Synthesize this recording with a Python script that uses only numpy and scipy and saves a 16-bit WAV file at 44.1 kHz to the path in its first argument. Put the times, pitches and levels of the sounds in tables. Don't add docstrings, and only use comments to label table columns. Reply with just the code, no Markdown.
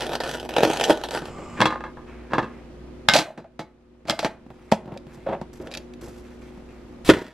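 import sys
import numpy as np
from scipy import signal
from scipy.fft import rfft, irfft, next_fast_len
from scipy.io import wavfile
from scipy.ndimage import uniform_filter1d, map_coordinates

SR = 44100
rng = np.random.default_rng(int(sys.argv[2]) if len(sys.argv) > 2 else 0)


def unload_audio(sound):
    columns = np.transpose(np.atleast_2d(sound))
    steps = np.round(np.clip(columns, -1, 1) * 32767)
    wavfile.write(sys.argv[1], SR, steps.astype(np.int16))


N = 323253
TIME_S = np.arange(N) / SR

# frequency in Hz, lift over the spectrum in dB, T60 in seconds.
CLOSED_TIN_MODES = [(210, 4.7, 0.11), (339, 11.5, 0.073), (547, 3.9, .08), (652, 5.4, 0.035),
                    (790, 2.8, .029), (905, 4.6, .06), (1330, 4.8, .08), (2880, 2.6, .08)]


def lid_on_rim():
    # start in seconds, relative level in dB, treble in dB, rattle T60 in seconds.
    edge_strikes = [(3.087, -4.5, -1, 0.018), (3.096, -13, -2, 0.16), (4.097, -14.5, 4, 0.038)]
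    presses = [(3.154, -10, 0, 0.068), (3.258, -34.5, -17, 0.23), (3.303, -37, -23.5, 0.058),
               (3.443, -40, -10, 0.099), (4.085, -25, -5, 0.044), (4.122, -24, 3.5, 0.068),
               (4.182, -37, -11.5, 0.026), (4.229, -20.5, -18, 0.054), (4.262, -23, 1, 0.051)]
    rim_hits = [(3.137, -12, 8, 0.15), (3.163, -17, 11.5, 0.085), (3.187, -17.5, 3.5, 0.09),
                (3.376, -33, -12.5, 0.13), (3.593, -27, -5.5, 0.093), (4.053, -39.5, -11, .07),
                (4.107, -22, 1.5, 0.037), (4.191, -22.5, 2, 0.062), (4.247, -16, -5.5, 0.068),
                (4.345, -44, -33, 0.024)]
    # start and length in seconds, relative level and swell in dB.
    scrapes = [(3.1, 0.12, -26, -0.5), (4.068, 0.042, -29, 13.5), (4.218, 0.024, -30, -2)]
    # frequency in Hz, lift in dB, T60 in seconds.
    clang_modes = [(860, 9.8, .06), (1240, 7.5, 0.13), (1540, 10, 0.15), (1690, 10, .08), (1780, 5, 0.073),
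                   (2126, 17, .15), (2570, 8.3, .08), (2800, 13, 0.094), (3013, 13, .17),
                   (3230, 6.4, 0.054), (3580, 10, 0.13), (3860, 11, 0.097), (4600, 4.9, .07),
                   (4740, 8, .13), (4965, 9, .1), (5150, 8, .1), (5450, 8, .1)]
    hollow_modes = [(278, 7.5, 0.093), (599, 15, 0.045), (654, 14, .11), (790, 6, .05), (852, 8, .07)]
    rim_modes = [(310, 7, .1), (497, 4, .1), (665, 6, .12), (855, 7, .08), (1320, 4, .06), (1561, 6, .08),
                 (1810, 5, .09), (2190, 7, .08), (2471, 6, .08), (2930, 5, .09), (3569, 5, .08),
                 (4020, 7, .045), (4301, 4, .06), (4640, 7, .07), (4900, 5, .07), (5755, 4, .05)]
    # frequency in Hz, gain in dB.
    clang_eq = [(40, -15), (100, -1), (170, 13), (260, -1), (410, -10), (560, 2.5), (1000, -3.5), (1600, 1),
                (2100, -4.5), (2600, -9), (3600, -1), (4300, -7.5), (5400, -6.5), (6000, -20),
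                (6700, -12.5), (9000, -25.5), (12000, -27), (15500, -41)]
    hollow_eq = [(40, -26), (130, -5.5), (300, -2.5), (420, -11), (680, 1), (900, -6.5), (1150, -9.5),
                 (2400, -13.5), (5000, -24.5), (12000, -41.5), (15500, -62)]
    rim_eq = [(40, -18.5), (150, 4.5), (400, -1), (700, 1.5), (1100, -5.5), (2200, -7), (3000, -9.5),
              (4200, -9.5), (5200, -13.5), (6500, -16), (9000, -25), (12000, -28), (15500, -47)]
    scrape = rub(effort(scrapes, attack_s=0.011, release_s=0.0072), rim_eq, rim_modes,
                 slips_per_s=500, spread_db=5.5, hiss=0.79, clump_db=0, gain_db=-3.5)
    clang = knocks(edge_strikes, clang_eq, clang_modes, click=1.4, gain_db=-6)
    hollow = knocks(presses, hollow_eq, hollow_modes, click=0.17, gain_db=-4.5)
    rattle = knocks(rim_hits, rim_eq, rim_modes, click=0.35, gain_db=-3, thump_db=3, thump_slope=0.68)
    return scrape + clang + hollow + rattle


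def lid_snap():
    # start in seconds, relative level in dB, treble in dB, rattle T60 in seconds.
    hits = [(4.717, -18.5, 6.5, 0.11), (4.7215, -4.5, -2, 0.045), (5.414, -24.5, -2, 0.07)]
    # frequency in Hz, gain in dB.
    tin_eq = [(30, -16), (100, -2), (170, 5), (235, 2.5), (320, -10.5), (450, -4), (640, 0), (950, 0.5),
              (1200, -8.5), (2200, -14.5), (5500, -23), (12000, -38.5), (15500, -68)]
    return knocks(hits, tin_eq, CLOSED_TIN_MODES, click=1, gain_db=-6, thump_db=5, thump_slope=1.63)


def set_down():
    # start in seconds, relative level and treble in dB, rattle T60 in seconds.
    hits = [(5.599, -38, -8, 0.29), (5.671, -42.5, 4.5, 0.043), (6.025, -41, -12, 0.26),
            (7.091, -7, -0.5, 0.06), (7.099, -14, 5.5, 0.047), (7.113, -21.5, -3, 0.032),
            (7.136, -26, -0.5, 0.078), (7.169, -34.5, -4, 0.026), (7.217, -37.5, -7, 0.025)]
    # start and length in seconds, relative level and swell in dB.
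    lead_in = [(7.047, 0.042, -37, 9.5)]
    shivers = [(7.105, 0.16, -37, -14)]
    # frequency in Hz, lift in dB, T60 in seconds.
    modes = [(276, 4.5, 0.019), (344.5, 9.8, 0.028), (450, 4.2, 0.059), (623, 5.8, 0.084),
             (945, 12.5, 0.077), (1310, 6.6, 0.057), (1430, 6.6, 0.07), (1760, 3.7, 0.092),
             (1900, 3.9, 0.23), (2870, 6, 0.15), (3470, 6.1, 0.12)]
    # frequency in Hz, gain in dB.
    lead_in_eq = [(100, 10.5), (500, 3), (700, 3), (1500, -3), (3500, -1.5), (7000, -10.5), (11500, -11.5),
                  (15500, -26)]
    cards_eq = [(100, -6), (700, 0.5), (1300, -8), (1800, 1), (2400, -9), (3400, -11.5), (5000, -16.5),
                (9000, -27), (15500, -34)]
    thud_eq = [(30, -10.5), (130, -1.5), (350, -2), (520, -5), (780, -24.5), (1300, -16.5), (1900, -13.5),
               (2400, -20.5), (3400, -22), (4200, -28.5), (6500, -35), (12000, -44), (15500, -60)]
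    lead_in_hiss = rub(effort(lead_in, attack_s=0.0015, release_s=0.0055), lead_in_eq, [],
                       slips_per_s=1700, spread_db=-1, hiss=1, clump_db=0, gain_db=5)
    cards = rub(effort(shivers, attack_s=0.005, release_s=0.053), cards_eq, modes,
                slips_per_s=500, spread_db=-2, hiss=1, clump_db=2.5, gain_db=0)
    thuds = knocks(hits, thud_eq, modes, click=0.48, gain_db=3.5, thump_slope=0.83)
    return lead_in_hiss + cards + thuds


def tray():
    # start and length in seconds, relative level and swell in dB.
    pushes = [(-.01, 0.18, -32, -6), (.232, 0.12, -30, -3), (.345, .12, -41.5, 1), (.52, 0.13, -33, 4),
              (.66, 0.27, -28.5, 4), (.92, 0.19, -43.5, -12), (1.108, 0.087, -30, 2.5),
              (1.21, 0.072, -46.5, 7)]
    # start in seconds, relative level in dB, treble in dB, rattle T60 in seconds.
    buckles = [(.007, -34, 11, .03), (.021, -28, 3.5, 0.067), (.044, -38, -11, .025),
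               (.066, -30.5, 3, 0.033), (.093, -29.5, 1, 0.052), (.119, -30, 0.5, 0.041),
               (.133, -26.5, 0.5, 0.048), (.153, -26, 3, 0.026), (.203, -25.5, 3.5, 0.081),
               (.236, -29.5, 2, 0.042), (.25, -38, 4, 0.021), (.276, -34, 7, 0.041),
               (.293, -34.5, 13, 0.044), (.313, -31, 5, .025), (.339, -33.5, 5, 0.037),
               (.372, -42, 4, 0.017), (.383, -44, 1, 0.024), (.399, -38, 7, .03), (.429, -36, -1, 0.024),
               (.451, -38.5, 1.5, 0.011), (.491, -31, 5.5, 0.041), (.508, -34.5, 2, 0.026),
               (.517, -36, -1, 0.052), (.539, -35.5, 4.5, 0.023), (.565, -19.5, 1.5, 0.043),
               (.583, -17, 0, 0.05), (.606, -19.5, -2, .035), (.627, -23, 1, 0.071), (.633, -10, -2, 0.071),
               (.65, -18, 1, 0.031), (.674, -31, -3, 0.027), (.701, -20.5, -1, 0.028), (.712, -33, 9, .03),
               (.734, -27, 6.5, 0.041), (.762, -31, 1, .02), (.772, -29, 8, 0.023), (.798, -25, 3, 0.034),
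               (.811, -19, 3, 0.034), (.839, -19.5, 8, 0.037), (.852, -31, 13, .025), (.887, -36, 7, 0.033),
               (.896, -14.5, -2, 0.087), (.904, -13, -2, 0.062), (.974, -36, 4, 0.022),
               (1.014, -33, -3, 0.027), (1.037, -25.5, 2.5, 0.085), (1.087, -33, 3, .03),
               (1.109, -31.5, 6.5, 0.018), (1.139, -40, 3, 0.023), (1.149, -26, 1.5, 0.025),
               (1.22, -29, -7, 0.041), (1.255, -35, 1.5, 0.049), (1.283, -33, -5, 0.085),
               (1.384, -36, -7.5, 0.049)]
    # frequency in Hz, lift in dB, T60 in seconds.
    modes = [(325, 5, 0.087), (463, 3, 0.047), (632, 0.5, 0.054), (862, 3, 0.11), (947, 5.5, .07),
             (1490, 3, 0.037), (1795, 7.5, 0.037), (2490, 4.5, .04), (3000, 7.5, 0.03), (3260, 2.5, 0.034),
             (3810, 4.5, 0.028), (4510, -0.5, 0.047), (8000, 7.5, .03)]
    # frequency in Hz, gain in dB.
    tray_eq = [(35, -26.5), (60, -27.5), (126, -6.5), (200, -6), (332, -2), (526, 0.5), (816, -1),
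               (1130, -15.5), (1420, -7.5), (1800, -12.5), (2110, -17.5), (3100, -13.5), (3700, -17),
               (5600, -21.5), (8000, -30.5), (12000, -31), (15000, -57)]
    crackle_eq = [(300, -9.5), (1000, 4.5), (3000, -0.5), (12000, -14.5)]
    force = effort(pushes, attack_s=0.0073, release_s=0.011)
    cracks = knocks(buckles, tray_eq, modes, click=0.36, gain_db=-1, thump_db=2.5, thump_slope=2)
    scrape = rub(force, tray_eq, modes, slips_per_s=900, spread_db=1, hiss=0.68, clump_db=3, gain_db=-1)
    crackle = rub(force, tray_eq, [], slips_per_s=220, spread_db=0, hiss=0.1, clump_db=9.5, gain_db=-5)
    return moving_spot(cracks + scrape + shaped(crackle, crackle_eq), patchy_db=4)


def loose_lid():
    # start and length in seconds, relative level and swell in dB.
    brushes = [(1.555, 0.1, -34.5, 4), (2.06, 0.099, -48.5, -7), (2.16, 0.425, -55.5, 5)]
    skids = [(1.588, 0.054, -25, 2.8), (2.3, 0.155, -38, 3)]
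    arm_slides = [(1.2, 0.405, -43, 3.2)]
    # start in seconds, relative level in dB, treble in dB, rattle T60 in seconds.
    grabs = [(2.321, -35, -11, .06), (2.334, -20, -1.5, 0.1), (2.382, -18, -1.5, 0.053),
             (2.389, -21.5, -9, 0.054), (2.428, -34.5, -1, 0.064)]
    rocks = [(1.605, -16.5, 9, 0.018), (1.615, -14, 14.5, 0.047), (1.621, -12.5, -14, 0.015),
             (1.6555, -13, 11, 0.069), (1.705, -26.5, 2, 0.049), (1.724, -24.5, -3, 0.15),
             (1.758, -28.5, -15, 0.012), (1.806, -32.5, -4, 0.045), (1.839, -29.5, -6, 0.071),
             (1.862, -37.5, -6, 0.1), (1.97, -39, -7, 0.18)]
    # frequency in Hz, lift in dB, T60 in seconds.
    lid_modes = [(123, 2.5, .15), (216, 10, .099), (318, 15.2, .12), (505, 7.8, .049), (851, 6.8, 0.059),
                 (995, 8.5, 0.041), (1077, 12.5, 0.15), (1218, 19, .33), (1634, 10.2, 0.082),
                 (1710, 9.2, 0.074), (2150, 13, .17), (2667, 12.5, 0.045), (3346, 10.4, .06),
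                 (3760, 12, .15), (3980, 13, 0.18), (4280, 9, 0.08), (4600, 11, 0.32)]
    arm_modes = [(1180, 12.3, 0.09), (2110, 7.9, 0.043), (2920, 12, 0.047), (4180, 7, 0.036),
                 (5200, 6.8, 0.025)]
    # frequency in Hz, gain in dB.
    lid_eq = [(40, -32), (120, 10.5), (300, 4.5), (650, 0), (950, 1), (1300, -4), (1700, -3), (2400, -15.5),
              (3200, -17.5), (4400, -22.5), (7000, -31), (12000, -46), (15500, -53)]
    brush_eq = [(100, -18), (400, 3.5), (1150, 0.5), (1600, 0), (2500, -1.5), (3400, -17.5), (8000, -31.5),
                (15500, -49)]
    arm_eq = [(100, 15), (600, 9.5), (1200, 8), (1700, -5), (2300, -1.5), (3000, -7.5), (3700, -17),
              (5200, -12.5), (6100, -19), (6900, -7), (8300, -14), (9500, -29.5), (15500, -37.5)]
    brush = rub(effort(brushes, attack_s=0.026, release_s=0.046), brush_eq, [],
                slips_per_s=1100, spread_db=-2.5, hiss=2.2, clump_db=0.5, gain_db=-0.5)
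    skid = rub(effort(skids, attack_s=0.015, release_s=0.013), lid_eq, lid_modes,
               slips_per_s=680, spread_db=1, hiss=0.6, clump_db=3, gain_db=3)
    arm = rub(effort(arm_slides, attack_s=0.04, release_s=0.022), arm_eq, arm_modes,
              slips_per_s=710, spread_db=3, hiss=3.1, clump_db=1.5, gain_db=1)
    held_modes = np.multiply(lid_modes, [1, 0.65, 0.35])
    grab = knocks(grabs, lid_eq, held_modes, click=0.44, gain_db=0.5, thump_db=-5)
    rocking = knocks(rocks, lid_eq, lid_modes, click=0.46, gain_db=-3, thump_db=-10.5, thump_slope=-0.46)
    return arm + brush + skid + grab + rocking


def drag_and_lift():
    # start and length in seconds, relative level and swell in dB.
    drags = [(1.3, 0.13, -57.5, 30), (4.865, 0.098, -45.5, 6), (5.258, 0.084, -29.5, 7),
             (5.6, 0.19, -47.5, -3)]
    crinkles = [(5.704, 0.021, -53.5, 4)]
    regrips = [(5.115, 0.036, -60, 8), (5.53, 0.13, -55, -4), (6.01, 0.17, -51, -3), (6.22, .83, -69, -6)]
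    # start in seconds, relative level in dB, treble in dB, rattle T60 in seconds.
    wrap_ticks = [(4.743, -45, -12, .014), (4.975, -49, 2, .011), (5.714, -48, 0, .03),
                  (5.722, -50, 2, .03), (5.739, -38.5, -2, 0.051), (5.75, -39, 1, 0.022),
                  (5.773, -38.5, 1, .025), (5.937, -55.5, 3, 0.016)]
    # frequency in Hz, lift in dB, T60 in seconds.
    wrap_modes = [(1740, 5, .03), (2400, 9.7, 0.035), (2580, 7, 0.031), (3880, 7, .025), (4640, 5.5, .03),
                  (5120, 7.2, 0.021), (6200, 5.7, 0.027), (6930, 8.3, .025)]
    # frequency in Hz, gain in dB.
    drag_eq = [(50, -32), (180, -5), (270, -19.5), (550, -2), (900, -14), (1600, -23), (3500, -36.5),
               (5000, -50), (12000, -66.5), (15500, -90.5)]
    wrap_eq = [(100, -19), (1000, -8), (2100, -1.5), (3200, -1), (4400, -1.5), (6000, -8), (8000, -15.5),
               (12000, -17), (15500, -67)]
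    skin_eq = [(100, 27.5), (600, 21), (1500, 13), (3000, 5), (6000, 8), (9000, 0), (12000, 2),
               (15500, -20)]
    drag = rub(effort(drags, attack_s=0.0084, release_s=0.014), drag_eq, CLOSED_TIN_MODES,
               slips_per_s=1000, spread_db=-0.5, hiss=1, clump_db=4, gain_db=3)
    wrap = knocks(wrap_ticks, wrap_eq, wrap_modes, click=0.7, gain_db=1)
    wrap += rub(effort(crinkles, attack_s=0.011, release_s=0.012), wrap_eq, wrap_modes,
                slips_per_s=510, spread_db=-3, hiss=0.42, clump_db=2, gain_db=2.5)
    skin = rub(effort(regrips, attack_s=0.0029, release_s=0.029), skin_eq, [],
               slips_per_s=220, spread_db=-2, hiss=1.7, clump_db=5.5, gain_db=3)
    return drag + wrap + skin


def hands():
    # start and length in seconds, relative level and swell in dB.
    strokes = [(4.53, 0.26, -57, 1), (5.07, 0.19, -54.5, -1), (6.06, 0.098, -57, -6),
               (6.24, 0.086, -51.5, -5), (6.41, 0.086, -52, -4), (6.52, 0.083, -60, -2),
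               (6.68, 0.15, -57, -8.5), (6.87, 0.084, -61.5, -5)]
    # start in seconds, relative level in dB, treble in dB, rattle T60 in seconds.
    bumps = [(4.464, -42.5, -1, 0.034), (4.503, -41, -1, .06), (4.857, -40.5, 5, .05),
             (4.877, -35.5, -9.5, 0.068), (4.92, -32.5, -3, 0.086), (4.94, -39, 1, 0.044),
             (5.068, -42, 7, 0.04), (5.175, -41.5, 0, 0.093), (6.075, -40.5, -7, .04),
             (6.575, -42, -4, 0.11)]
    # frequency in Hz, gain in dB.
    palm_eq = [(100, -1), (700, 1), (1300, 2), (1700, 1.5), (2200, 1.5), (3200, -8.5), (6000, -17.5),
               (12000, -24.5), (15500, -45)]
    bump_eq = [(40, -26), (130, 7.5), (280, 1.5), (450, -15.5), (750, -11.5), (1300, -23.5), (3000, -32),
               (8000, -49.5), (15500, -53)]
    palms = rub(effort(strokes, attack_s=0.014, release_s=0.023), palm_eq, [],
                slips_per_s=400, spread_db=1, hiss=1, clump_db=2, gain_db=-3.5)
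    return moving_spot(palms, patchy_db=3.5) + knocks(bumps, bump_eq, [], click=0.46, gain_db=-1.5)


def knocks(rows, eq, modes, click, gain_db, thump_db=0, thump_slope=0):
    # frequency in Hz, gain in dB.
    buzz_eq = [(80, -7.5), (250, -6.5), (600, 0), (15000, -4)]
    out = np.zeros(N)
    for start_s, level_db, treble_db, rattle_s in rows:
        body = ringing(modes, uneven_db=2)
        drive = shaped(burst(rattle_s), buzz_eq)
        drive /= np.linalg.norm(drive)
        add(drive, 0, click * contact())
        tone = response(eq, thump_db - thump_slope * treble_db, treble_db)[:1024]
        knock = signal.fftconvolve(np.convolve(drive, tone), body)
        onset_rms = np.sqrt(np.mean(knock[:700] ** 2))
        add(out, start_s, amp(level_db + gain_db) * knock / onset_rms)
    return out


def ringing(modes, uneven_db=0):
    t = np.arange(SR // 3) / SR
    hz, lift_db, t60_s = np.reshape(modes, (-1, 3)).T
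    spot, grip = rng.uniform(-1, 1, (len(hz), 2)).T
    detuned_hz = hz * (1 + 0.0082 * grip)
    decay_per_s = np.log(1000) / t60_s[:, None]
    waves = 2 * decay_per_s / SR * np.exp(-decay_per_s * t) * np.cos(2 * np.pi * detuned_hz[:, None] * t)
    return signal.unit_impulse(len(t)) + (amp(lift_db - uneven_db * spot) - 1) @ waves


def contact(size=512):
    knots = np.linspace(0, size // 2, 24)
    delay_s = np.interp(np.arange(size // 2 + 1), knots, rng.uniform(0, 0.003, 24))
    return irfft(np.exp(-2j * np.pi * np.cumsum(delay_s) * SR / size))


def burst(t60_s):
    t = np.arange(SR // 8) / SR
    noise = rng.standard_normal(len(t)) * amp(-60 * t / max(t60_s, 0.004))
    power_db = 10 * np.log10(uniform_filter1d(abs(rfft(noise)) ** 2, 10))
    whitener = response(np.c_[np.fft.rfftfreq(len(t), 1 / SR), -power_db])
    return signal.fftconvolve(noise, whitener)[:len(t)]


def rub(force, eq, modes, slips_per_s, spread_db, hiss, clump_db, gain_db):
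    sizes = rng.choice([-1, 1], N) * amp(spread_db * np.minimum(rng.exponential(1, N), 3))
    slips = (rng.random(N) < slips_per_s / SR) * sizes
    drive = unit_rms(slips) + hiss * rng.standard_normal(N)
    drive *= amp(clump_db * np.tanh(wander(per_s=120)))
    body = signal.fftconvolve(ringing(modes), response(eq))
    return amp(gain_db) * signal.oaconvolve(unit_rms(drive) * force, body / np.linalg.norm(body))[:N]


def effort(strokes, attack_s, release_s):
    start_s, length_s, midway_db, swell_db = np.transpose(strokes)
    clock_s = TIME_S[::32]
    age_s = clock_s[:, None] - start_s
    held = amp(midway_db + swell_db * (np.clip(age_s / length_s, 0, 1) - 0.5))
    force = np.clip(age_s / attack_s, 0, 1) * held * np.exp(-np.maximum(age_s - length_s, 0) / release_s)
    return np.interp(TIME_S, clock_s, force.sum(1))


def moving_spot(x, patchy_db, patch_s=0.04, patch_hz=476):
    hz, t, spectra = signal.stft(x, SR, nperseg=256)
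    grid = np.meshgrid(t / patch_s, hz / patch_hz)
    patches = map_coordinates(rng.standard_normal((1000, 200)), grid, order=1, mode="wrap")
    return signal.istft(spectra * unit_rms(amp(patchy_db * patches)), SR, nperseg=256)[1][:N]


def thin_walls(x, t60_s, wet_db):
    # frequency in Hz, gain in dB.
    wall_eq = [(100, -47.5), (1400, -24), (2600, -1.5), (5000, -3), (15000, 2)]
    t = np.arange(SR // 10) / SR
    bounces = shaped(rng.standard_normal(len(t)), wall_eq) * np.exp(-np.log(1000) * t / t60_s)
    return x + amp(wet_db) * signal.oaconvolve(x, bounces / np.linalg.norm(bounces))[:N]


def room(x, onset_s):
    # frequency in Hz, T60 in seconds.
    decay = [(100, 0.48), (400, 0.29), (1500, 0.32), (5000, 0.21), (12000, 0.26)]
    hz, t, spectra = signal.stft(rng.standard_normal(SR // 2), SR, nperseg=256)
    fade = amp(-60 * t / curve_at(decay, hz)[:, None])
    tail = signal.istft(spectra * fade * (1 - np.exp(-t / onset_s)), SR, nperseg=256)[1]
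    return signal.fftconvolve(x, tail / np.linalg.norm(tail))[:N]


def mic_pair(x, side_eq, lag_s, balance_db):
    spectra = signal.stft(x, nperseg=256)[2]
    scrambled = spectra * np.exp(2j * np.pi * rng.random(spectra.shape))
    side = shaped(np.sqrt(2) * signal.istft(scrambled, nperseg=256)[1][:N], side_eq)
    lagged = np.convolve(x, np.sinc(np.arange(-15, 16) - lag_s * SR) * np.hanning(31), "same")
    return np.array([(lagged + side) * amp(balance_db / 2), (x - side) * amp(-balance_db / 2)])


def hum_and_fan(fan_db, hum_db, waver_db):
    # frequency in Hz, relative level in dB.
    tones = [(59.2, -49), (145.3, -57), (209.9, -59.5), (240.5, -48), (360.3, -49), (511.4, -58),
             (1233, -74)]
    fan_eq = [(20, -11.5), (55, -9.5), (85, -8.5), (150, -13.5), (300, -6), (450, -14), (600, -17),
              (1200, -26), (2400, -31.5), (5000, -41.5), (12500, -56), (15500, -88)]
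    hum = np.zeros(N)
    for hz, level_db in tones:
        peak = np.sqrt(2) * amp(level_db + waver_db * wander(per_s=6))
        hum += peak * np.sin(2 * np.pi * hz * TIME_S + 1.5 * wander(per_s=4.6))
    fan = unit_rms(shaped(rng.standard_normal(N), fan_eq))
    return amp(hum_db) * hum + amp(fan_db) * fan


def background_dips(fall_s, hold_s, recover_s):
    # start in seconds, depth in dB.
    dips = [(3.077, 12.5), (7.15, 15)]
    gain_db = np.zeros(N)
    for start_s, depth_db in dips:
        age_s = TIME_S - start_s
        recovery = np.exp(-np.maximum(age_s - hold_s, 0) / recover_s)
        gain_db -= depth_db * np.clip(age_s / fall_s, 0, 1) * recovery
    return amp(gain_db)


def response(eq, bass_db=0, treble_db=0):
    hz = np.fft.rfftfreq(2048, 1 / SR)
    db = curve_at(eq, hz) + bass_db / (1 + (hz / 420) ** 4) + treble_db * (1 - 1 / (1 + (hz / 2300) ** 4))
    log_gain = np.log(amp(np.r_[db, db[-2:0:-1]]))
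    return np.fft.ifft(np.exp(np.conj(signal.hilbert(log_gain)))).real


def shaped(x, eq):
    size = next_fast_len(len(x) + 4096)
    return irfft(rfft(x, size) * amp(curve_at(eq, np.fft.rfftfreq(size, 1 / SR))), size)[:len(x)]


def curve_at(points, hz):
    knots_hz, values = np.transpose(points)
    return np.interp(np.log(hz + 1), np.log(knots_hz + 1), values)


def wander(per_s):
    return unit_rms(np.interp(TIME_S * per_s, np.arange(1000), rng.standard_normal(1000)))


def add(mix, start_s, sound):
    part = mix[max(round(start_s * SR), 0):][:len(sound)]
    part += sound[:len(part)]


def amp(db):
    return 10 ** (np.asarray(db) / 20)


def unit_rms(x):
    return x / np.sqrt(np.mean(x ** 2) + 1e-20)


def scene():
    # frequency in Hz, diffuse side over mid in dB.
    near_width = [(60, -30.5), (250, -19), (600, -19.5), (1400, -17), (2800, -14.5), (5500, -8.5),
                  (9000, -4), (14000, -3.5)]
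    background_width = [(60, -22), (130, -15.5), (290, -9.5), (640, -9), (1410, -4), (3100, -2),
                        (6820, 1.5), (15000, 3.5)]
    handling = tray() + loose_lid() + lid_on_rim() + drag_and_lift() + hands()
    snap = lid_snap()
    landing = set_down()
    spill = amp(-16) * handling + amp(-20) * snap + amp(-21) * landing
    direct = thin_walls(handling + snap + landing, t60_s=0.048, wet_db=-8)
    near = mic_pair(direct + room(spill, onset_s=0.019), near_width, lag_s=14e-6, balance_db=-0.27)
    background = hum_and_fan(fan_db=-46.5, hum_db=-0.5, waver_db=2)
    background *= background_dips(fall_s=0.16, hold_s=0.82, recover_s=1)
    return near + mic_pair(background, background_width, lag_s=-8.5e-6, balance_db=-0.3)


def record(dry):
    clipped = dry / (1 + dry ** 8) ** (1 / 8)
    lowpass = signal.firwin(255, 15700, window=("kaiser", 8), fs=SR)
    return signal.oaconvolve(clipped, lowpass[None], "same")


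dry = scene()
out = record(dry)
unload_audio(out)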